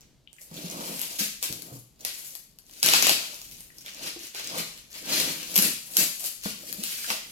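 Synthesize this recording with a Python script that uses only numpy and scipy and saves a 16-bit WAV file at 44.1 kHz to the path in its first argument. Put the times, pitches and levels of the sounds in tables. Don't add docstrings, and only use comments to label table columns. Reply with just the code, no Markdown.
import sys
import numpy as np
from scipy import signal
from scipy.fft import rfft, irfft
from scipy.io import wavfile
from scipy.ndimage import uniform_filter1d

SR = 44100
rng = np.random.default_rng(int(sys.argv[2]) if len(sys.argv) > 2 else 0)


def pcm_store(signal):
    levels = np.round(np.clip(np.atleast_2d(signal), -1, 1) * 32767)
    wavfile.write(sys.argv[1], SR, levels.astype(np.int16).T)


N = 322371
TIME = np.arange(N) / SR
HAND_TIME = TIME[::32]

# frequency in Hz, gain in dB.
AIR_TONE = [(20, -6.5), (45, 8.5), (90, -4.5), (135, 4.5), (300, -4.5), (600, -13), (1500, -23),
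            (4400, -18.5), (14000, -32)]
RUMBLE_TONE = [(40, -48), (100, -8.5), (160, -1.5), (210, -1.5), (280, 0.5), (380, -3), (600, -7.5),
               (1500, -37)]
SCRAPE_TONE = [(200, -24.5), (350, -3.5), (470, -4.5), (650, 0.5), (850, -3), (1150, -1), (1700, -16.5),
               (4000, -28)]
CRINKLE_TONE = [(500, -43), (2000, -23), (6000, 10.5), (11500, -4.5), (15500, 5.5)]
FILM_TONE = [(60, -26), (150, -21), (280, -11.5), (550, -9), (850, -17), (1350, -6), (1750, -4.5),
             (2600, -0.5), (3100, -.5), (3600, -2), (4400, 1), (5200, -1), (7000, -3.5), (15500, -7.5)]
# frequency in Hz, gain in dB.
LEFT_MIC = [(6000, 0.5), (7100, 2), (8000, -0.5), (9500, -3.5), (10800, 5.5), (12000, 4.5), (13500, 1),
            (15700, -7.5)]
RIGHT_MIC = [(7500, -0.5), (8300, 0), (8900, 4), (9900, -8), (11700, 1.5), (13200, -8.5), (14300, 4),
             (15700, -11.5)]
# frequency in Hz, seconds to fall 60 dB.
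WALL_DECAY = [(100, 0.53), (400, 0.39), (1200, 0.52), (3000, 0.61), (7000, 0.56), (14000, 0.41)]
# multiple of the base pitch, gain in dB, seconds to fall 60 dB.
PANEL_MODES = [(1.002, 3.5, 0.1), (1.24, -2.5, 0.075), (2.2, -1, 0.074), (3.1, 6.5, 0.023),
               (4.6, -2.5, 0.021), (5.5, 17, 0.011), (6.8, 10, 0.027)]
# start in seconds, relative peak in dB, base pitch in Hz, contact in seconds.
BOX_BUMPS = [(0.513, -35.5, 162, 0.0015), (0.64, -31, 182.6, 0.0057), (1.205, -28.5, 206, 0.0027),
             (1.501, -32, 128, 0.0033), (1.715, -32.5, 127, 0.019), (4.161, -34.5, 349, 0.0019),
             (5.575, -23, 195, 0.0091), (6.4568, -20.5, 203, 0.00087), (6.632, -41, 576, 0.0018),
             (6.781, -33, 204, 0.005), (7.104, -28.5, 209, 0.00048)]
# start, swell and hold in seconds, then relative rumble and
# scrape over rumble in dB.
HAND_RUBS = [(0.51, 0.017, 0.18, -49, -14), (0.597, 0.17, 0.18, -43.5, 0), (1.471, 0.022, .06, -53, -21),
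             (1.572, 0.12, 0.063, -51.5, -3.5), (5.045, 0.036, 0.31, -60, -15),
             (5.546, 0.029, 0.099, -46.5, -18), (6.718, .06, .03, -49.5, -10), (7.204, 0.1, .03, -60, -10)]
# centre in seconds, peak in dB, pitch in Hz, half length in seconds.
FINGER_SQUEAKS = [(0.275, -40, 2900, 0.0011), (0.365, -63, 1670, .003), (0.386, -47, 2400, 0.0025),
                  (0.398, -61, 2300, 0.0023), (3.704, -49, 1830, 0.0027), (7.045, -31.5, 1570, 0.0011)]
# start in seconds, relative level in dB, ring in Hz, left minus right in dB.
TICK_AND_SNAPS = [(0.3302, -47.5, 9450, -13), (0.4154, -42.5, 5850, -4), (0.993, -27.5, 11800, 5),
                  (1.0153, -22.5, 12100, 4.5), (1.427, -22, 7900, 2), (1.441, -32, 4540, -4),
                  (1.5259, -26.5, 11300, 4), (1.621, -34, 11300, 8), (2.0496, -21.5, 5650, 1.5),
                  (2.352, -32.5, 11700, 7), (2.587, -42, 11300, 3), (2.696, -49, 3000, 4),
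                  (2.8294, -12.5, 7700, 0.5), (2.861, -16.5, 7400, 9), (2.8821, -21, 2480, -7),
                  (2.8878, -14.5, 3800, 3), (2.936, -12, 2410, 0.5), (2.953, -27, 4000, -11),
                  (3.0246, -12.5, 5950, 5.5), (3.0682, -16, 2780, 10), (3.094, -12, 3140, 0.5),
                  (3.416, -35.5, 6840, -4), (3.606, -38, 9100, 2), (3.862, -35.5, 3300, -4),
                  (4.3482, -31.5, 3000, -4.5), (4.396, -33, 2260, 0), (5.2005, -21, 9000, 7),
                  (5.5577, -13.5, 12100, 3), (5.563, -12.5, 12400, 1), (5.5778, -11, 11400, 0),
                  (5.5885, -16, 4460, -0.5), (5.6233, -15, 11600, -4), (5.9689, -11, 11400, -6.5),
                  (6.2418, -30, 10100, -4), (6.4366, -35, 6300, 1), (6.727, -28, 11800, 9),
                  (6.837, -21.5, 14400, 4.5), (7.1028, -22, 2080, 1)]
# time in seconds, left minus right in dB,
# lag of the left microphone in samples.
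PEEL_POSITION = [(0.5, 0.5, 18.1), (1.5, 2, 11.7), (4.6, 1.5, 15.4), (5.1, 1.5, 2.5), (6.2, 4, 5),
                 (7.1, -0.5, 16)]
# start, swell and
# hold in seconds, then relative crackle, extra treble, box rumble and scrape over rumble in dB.
TAIL_AND_PULLS = [(0.0, 0.0052, 0.0042, -55.5, -20, -79, -2), (0.375, 0.023, 0.025, -57.5, 15.5, -82, -4),
                  (0.466, .10, 0.23, -43, -2.5, -63, 4), (0.676, 0.18, 0.14, -38, 1.5, -63, 5),
                  (0.984, 0.033, 0.024, -33, -0.5, -57.5, 9.5), (1.061, 0.046, 0.048, -41.5, 2.5, -58.5, 9),
                  (1.182, 0.0052, 0.047, -29.5, 2.5, -49, -1), (1.418, 0.014, 0.0052, -27.5, 1.5, -58, 9),
                  (1.49, 0.051, 0.12, -54, 7, -62, -1), (1.688, 0.042, 0.011, -52.5, 12, -60, -13),
                  (1.981, 0.042, 0.0086, -49, -0.5, -61, 5), (2.045, 0.0077, 0.02, -31.5, -4.5, -59, -4),
                  (2.09, 0.035, 0.24, -48.5, 8, -70.5, 7.5), (2.646, 0.12, 0.044, -48, 1, -67, 1),
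                  (2.825, 0.008, 0.14, -18, -6, -44, -10), (2.96, 0.09, 0.064, -20.5, -5, -43, 4),
                  (3.156, 0.066, 0.13, -45, 2.5, -64.5, 12), (3.355, 0.076, .21, -52.5, 5.5, -80, -8),
                  (3.7, 0.051, .05, -55.5, 5, -73, 9), (3.839, 0.011, 0.0068, -36.5, -7.5, -64, 5),
                  (3.942, .12, 0.01, -32, -6, -50.5, 5.5), (4.167, 0.044, 0.034, -41, -3, -57.5, -1.5),
                  (4.333, 0.011, 0.24, -36.5, -8, -63, -5), (4.488, 0.075, 0.024, -29.5, -3.5, -42, 7),
                  (4.638, 0.021, 0.12, -49, -2, -72.5, 11), (4.904, 0.046, 0.021, -37.5, -2.5, -66.5, 12.5),
                  (5.044, 0.076, 0.029, -24, -4.5, -39.5, 2), (5.15, 0.025, 0.13, -28, -3, -42, 1.5),
                  (5.303, 0.029, 0.21, -40, -2.5, -54, 0), (5.509, 0.053, 0.11, -27.5, 3, -44.5, -2),
                  (5.83, 0.064, 0.062, -46, 9, -64, 7), (5.954, .025, 0.036, -24.5, 4, -41, 0),
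                  (6.15, .1, 0.0067, -37.5, 9.5, -59.5, 10.5), (6.417, 0.029, 0.043, -35, -1.5, -65, -2),
                  (6.523, 0.15, .15, -45, 4, -55, -7), (6.789, 0.044, 0.28, -36, 0.5, -68, 9.5),
                  (7.073, 0.028, 0.011, -27, -4, -48.5, 12.5), (7.178, 0.087, .1, -57, 7, -69, -12)]


def undb(db):
    return 10 ** (np.asarray(db) / 20)


def unit(x):
    return x / np.sqrt(np.mean(x ** 2))


def curves(table):
    times, *columns = np.transpose(table)
    return [np.interp(TIME, times, column) for column in columns]


def on_log_axis(hz, points):
    f, value = np.transpose(points)
    return np.interp(np.log(np.maximum(hz, 1)), np.log(f), value)


def colour(x, points, size=4096):
    gain = undb(on_log_axis(np.arange(size // 2 + 1) * SR / size, points))
    cepstrum = irfft(np.log(gain))
    cepstrum[1:size // 2] *= 2
    cepstrum[size // 2 + 1:] = 0
    return signal.fftconvolve(x, irfft(np.exp(rfft(cepstrum))))[:len(x)]


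def below(x, hz, order):
    f = np.arange(len(x) // 2 + 1) * SR / len(x)
    return irfft(rfft(x) / (1 + (f / hz) ** order), len(x))


def wander(turns_per_s):
    knots = rng.standard_normal(N // 50)
    return 1.2 * np.interp(TIME * turns_per_s, np.arange(len(knots)), knots)


def grains(per_s, spread_db=3):
    chance = np.minimum(per_s / SR, 1)
    size = undb(spread_db * np.minimum(rng.exponential(size=N), 4))
    return unit((rng.random(N) < chance) * size * rng.choice([-1, 1], N) / np.sqrt(chance))


def shake(clicks, decay_s):
    power = signal.lfilter([1], [1, -np.exp(-2 / (decay_s * SR))], clicks ** 2)
    return np.sqrt(power) * rng.standard_normal(N)


def add(track, start_s, sound):
    i = max(int(start_s * SR), 0)
    track[..., i:i + sound.shape[-1]] += sound[..., :N - i]


def mic_pair(x, left_db, lag_samples=14):
    samples = np.arange(len(x))
    late = np.interp(samples - np.round(lag_samples), samples, x, left=0)
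    return np.array([late * undb(left_db / 2), x * undb(-left_db / 2)])


def room_tone(level_db=-63, side_db=-8, drift_db=2):
    mid, side = (unit(colour(rng.standard_normal(N), AIR_TONE)) for _ in range(2))
    stereo = mid + undb(side_db) * side * np.array([[1], [-1]])
    return undb(level_db - drift_db * wander(5.1)) * stereo


def wall_echo(x, early_db=4, early_s=0.011, onset_s=0.0036, alike_hz=750):
    t, f = TIME[:SR], np.arange(SR // 2 + 1)
    mid, side = rfft(rng.standard_normal((2, SR)))
    apart = f ** 2 / (f ** 2 + alike_hz ** 2)
    field = (mid + np.sqrt(apart) * side * np.array([[1], [-1]])) / np.sqrt(1 + apart)
    swell = np.clip(t / onset_s - .5, 0, 1) * (1 + undb(early_db) * np.exp(-t / early_s))
    tail = 0
    for band_hz, t60 in WALL_DECAY:
        band = on_log_axis(f, [(hz, hz == band_hz) for hz, _ in WALL_DECAY])
        fade = swell * undb(-60 * t / t60)
        tail = tail + irfft(field * band, SR) * fade / np.sqrt(np.sum(fade ** 2))
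    return signal.oaconvolve(x, tail, axes=1)[:, :N]


def shifting_echo(x, flaps_per_s=60, paths=5):
    facing = np.array([wander(flaps_per_s) for _ in range(paths)])
    facing = facing / np.sqrt(np.sum(facing ** 2, axis=0))
    return sum(wall_echo(x * share) for share in facing)


def box_drag(drag_db, rough_db, slips_per_s=500, rumble_db=2.5, scrape_db=-2):
    rumble = unit(colour(grains(slips_per_s) * undb(drag_db), RUMBLE_TONE))
    scrape = unit(colour(grains(3 * slips_per_s), SCRAPE_TONE))
    strength = np.sqrt(np.mean(undb(drag_db) ** 2))
    return rumble * strength * undb(rumble_db) + scrape * undb(drag_db + rough_db + scrape_db)


def box_bumps(trim_db=-1, detune=0.0038):
    out, t = np.zeros(N), TIME[:SR // 4]
    for start_s, peak_db, base_hz, contact_s in BOX_BUMPS:
        ring = 0
        for multiple, mode_db, t60 in PANEL_MODES:
            hz = base_hz * multiple
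            mode = np.sin(2 * np.pi * hz * (1 + detune * rng.standard_normal()) * t)
            ring = ring + mode * undb(mode_db - 60 * t / t60) / (1 + (hz * contact_s) ** 2)
        ring *= 1 - np.exp(-(t / (1.08 * contact_s)) ** 2)
        add(out, start_s, ring / np.abs(ring).max() * undb(peak_db + trim_db))
    return out


def finger_squeaks(waver=0.12):
    out, t = np.zeros(N), TIME[:SR // 25]
    for centre_s, peak_db, hz, half_s in FINGER_SQUEAKS:
        drift = unit(uniform_filter1d(rng.standard_normal(len(t)), size=40))
        phase = 2 * np.pi * np.cumsum(hz * (1 + waver * drift)) / SR
        swell = np.exp(-((t - t.mean()) / half_s) ** 2)
        add(out, centre_s - t.mean(), undb(peak_db) * swell * np.sin(phase))
    return out


def film_crinkles(pull_db, flips_per_s=30, moving_db=-46, level_db=-46):
    ticks = unit(colour(shake(grains(flips_per_s), decay_s=0.00058), CRINKLE_TONE))
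    return ticks * undb(level_db) / np.sqrt(1 + undb(moving_db - pull_db) ** 2)


def tick_and_snaps(crack_s=0.0013, facet_s=0.00031, flutter_s=0.001, knock_s=0.0023, trim_db=1.5):
    out, t = np.zeros((2, N)), TIME[:2048]
    gain = undb(trim_db) * np.sqrt(0.002 * SR / len(t))
    cardboard = signal.butter(3, [353, 2400], "bandpass", fs=SR, output="sos")
    fade = np.exp(-t / crack_s) + undb(-17) * np.exp(-t / flutter_s)
    for start_s, level_db, hz, left_db in TICK_AND_SNAPS:
        crack_noise, knock_noise = np.sign(rng.standard_normal((2, len(t))))
        low_cut = signal.butter(1, 0.87 * hz, "highpass", fs=SR, output="sos")
        crack = signal.sosfilt(low_cut, colour(crack_noise * fade, FILM_TONE))
        facet = np.sin(2 * np.pi * hz * t) * t * np.exp(-t / facet_s)
        knock = signal.sosfilt(cardboard, knock_noise * np.exp(-t / knock_s))
        jerk_db = -8 - 6 * np.log2(hz / 3000)
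        snap = unit(unit(crack) + 0.49 * unit(facet)) + undb(jerk_db) * unit(knock)
        add(out, start_s, mic_pair(snap * gain * undb(level_db), left_db))
    return out


def stroke(start_s, swell_s, hold_s, swell_db=15.5, sag_db_per_s=11.5, release_db_per_s=325):
    t = HAND_TIME - start_s - swell_s
    db = swell_db * np.minimum(t / swell_s, 0)
    db -= sag_db_per_s * np.maximum(t, 0)
    db -= release_db_per_s * np.maximum(t - hold_s, 0)
    return undb(np.maximum(db, -120))


def stroke_levels():
    crackle = treble = rumble = scrape = 0
    for *timing, crackle_db, treble_db, box_db, scrape_db in TAIL_AND_PULLS:
        power = stroke(*timing) ** 2
        crackle += power * undb(crackle_db) ** 2
        treble += power * undb(crackle_db + treble_db) ** 2
        rumble += power * undb(box_db) ** 2
        scrape += power * undb(box_db + scrape_db) ** 2
    for *timing, box_db, scrape_db in HAND_RUBS:
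        power = stroke(*timing) ** 2
        rumble += power * undb(box_db) ** 2
        scrape += power * undb(box_db + scrape_db) ** 2
    powers = crackle, treble / crackle, rumble, scrape / rumble
    return [np.interp(TIME, HAND_TIME, 10 * np.log10(power)) for power in powers]


def tape_peel(pull_db, taut_db, judder_db=2, judders_per_s=100, body_hz=1900, fizz_hz=6800):
    threads_per_s = 2200 * undb(0.7 * (pull_db + 36.5))
    breaks = grains(threads_per_s, spread_db=4)
    crackle = breaks + 0.92 * unit(shake(breaks, decay_s=0.00034))
    judder = undb(judder_db * wander(judders_per_s))
    film = unit(colour(crackle * judder, FILM_TONE))
    low, body = below(film, fizz_hz, order=6), below(film, body_hz, order=8)
    middle, fizz = low - body, film - low
    slack_db = np.clip(-0.88 * (taut_db + 9.5), -4, 2)
    return undb(pull_db) * (undb(slack_db) * body + middle + undb(taut_db + 2) * fizz)


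def scene(tape_db=-6, tape_echo_db=1.5, click_echo_db=-2, box_db=-1, box_echo_db=-4):
    left_db, lag = curves(PEEL_POSITION)
    pull_db, taut_db, drag_db, rough_db = stroke_levels()
    tape = mic_pair(tape_peel(pull_db, taut_db), left_db, lag)
    clicks = tick_and_snaps() + mic_pair(film_crinkles(pull_db), left_db, lag)
    clicks += mic_pair(finger_squeaks(), left_db=10.5)
    box = mic_pair(box_drag(drag_db, rough_db) + box_bumps(), left_db=-1)
    direct = undb(tape_db) * tape + clicks + undb(box_db) * box
    strip_echo = shifting_echo(undb(tape_echo_db) * tape + undb(click_echo_db) * clicks)
    box_echo = undb(box_echo_db) * wall_echo(box)
    return direct + strip_echo + box_echo + room_tone()


def record(dry):
    heard = np.clip([colour(dry[0], LEFT_MIC), colour(dry[1], RIGHT_MIC)], -1, 1)
    top_cut = signal.ellip(10, .1, 80, 16000, fs=SR, output="sos")
    return signal.sosfilt(top_cut, heard)


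dry = scene()
out = record(dry)
pcm_store(out)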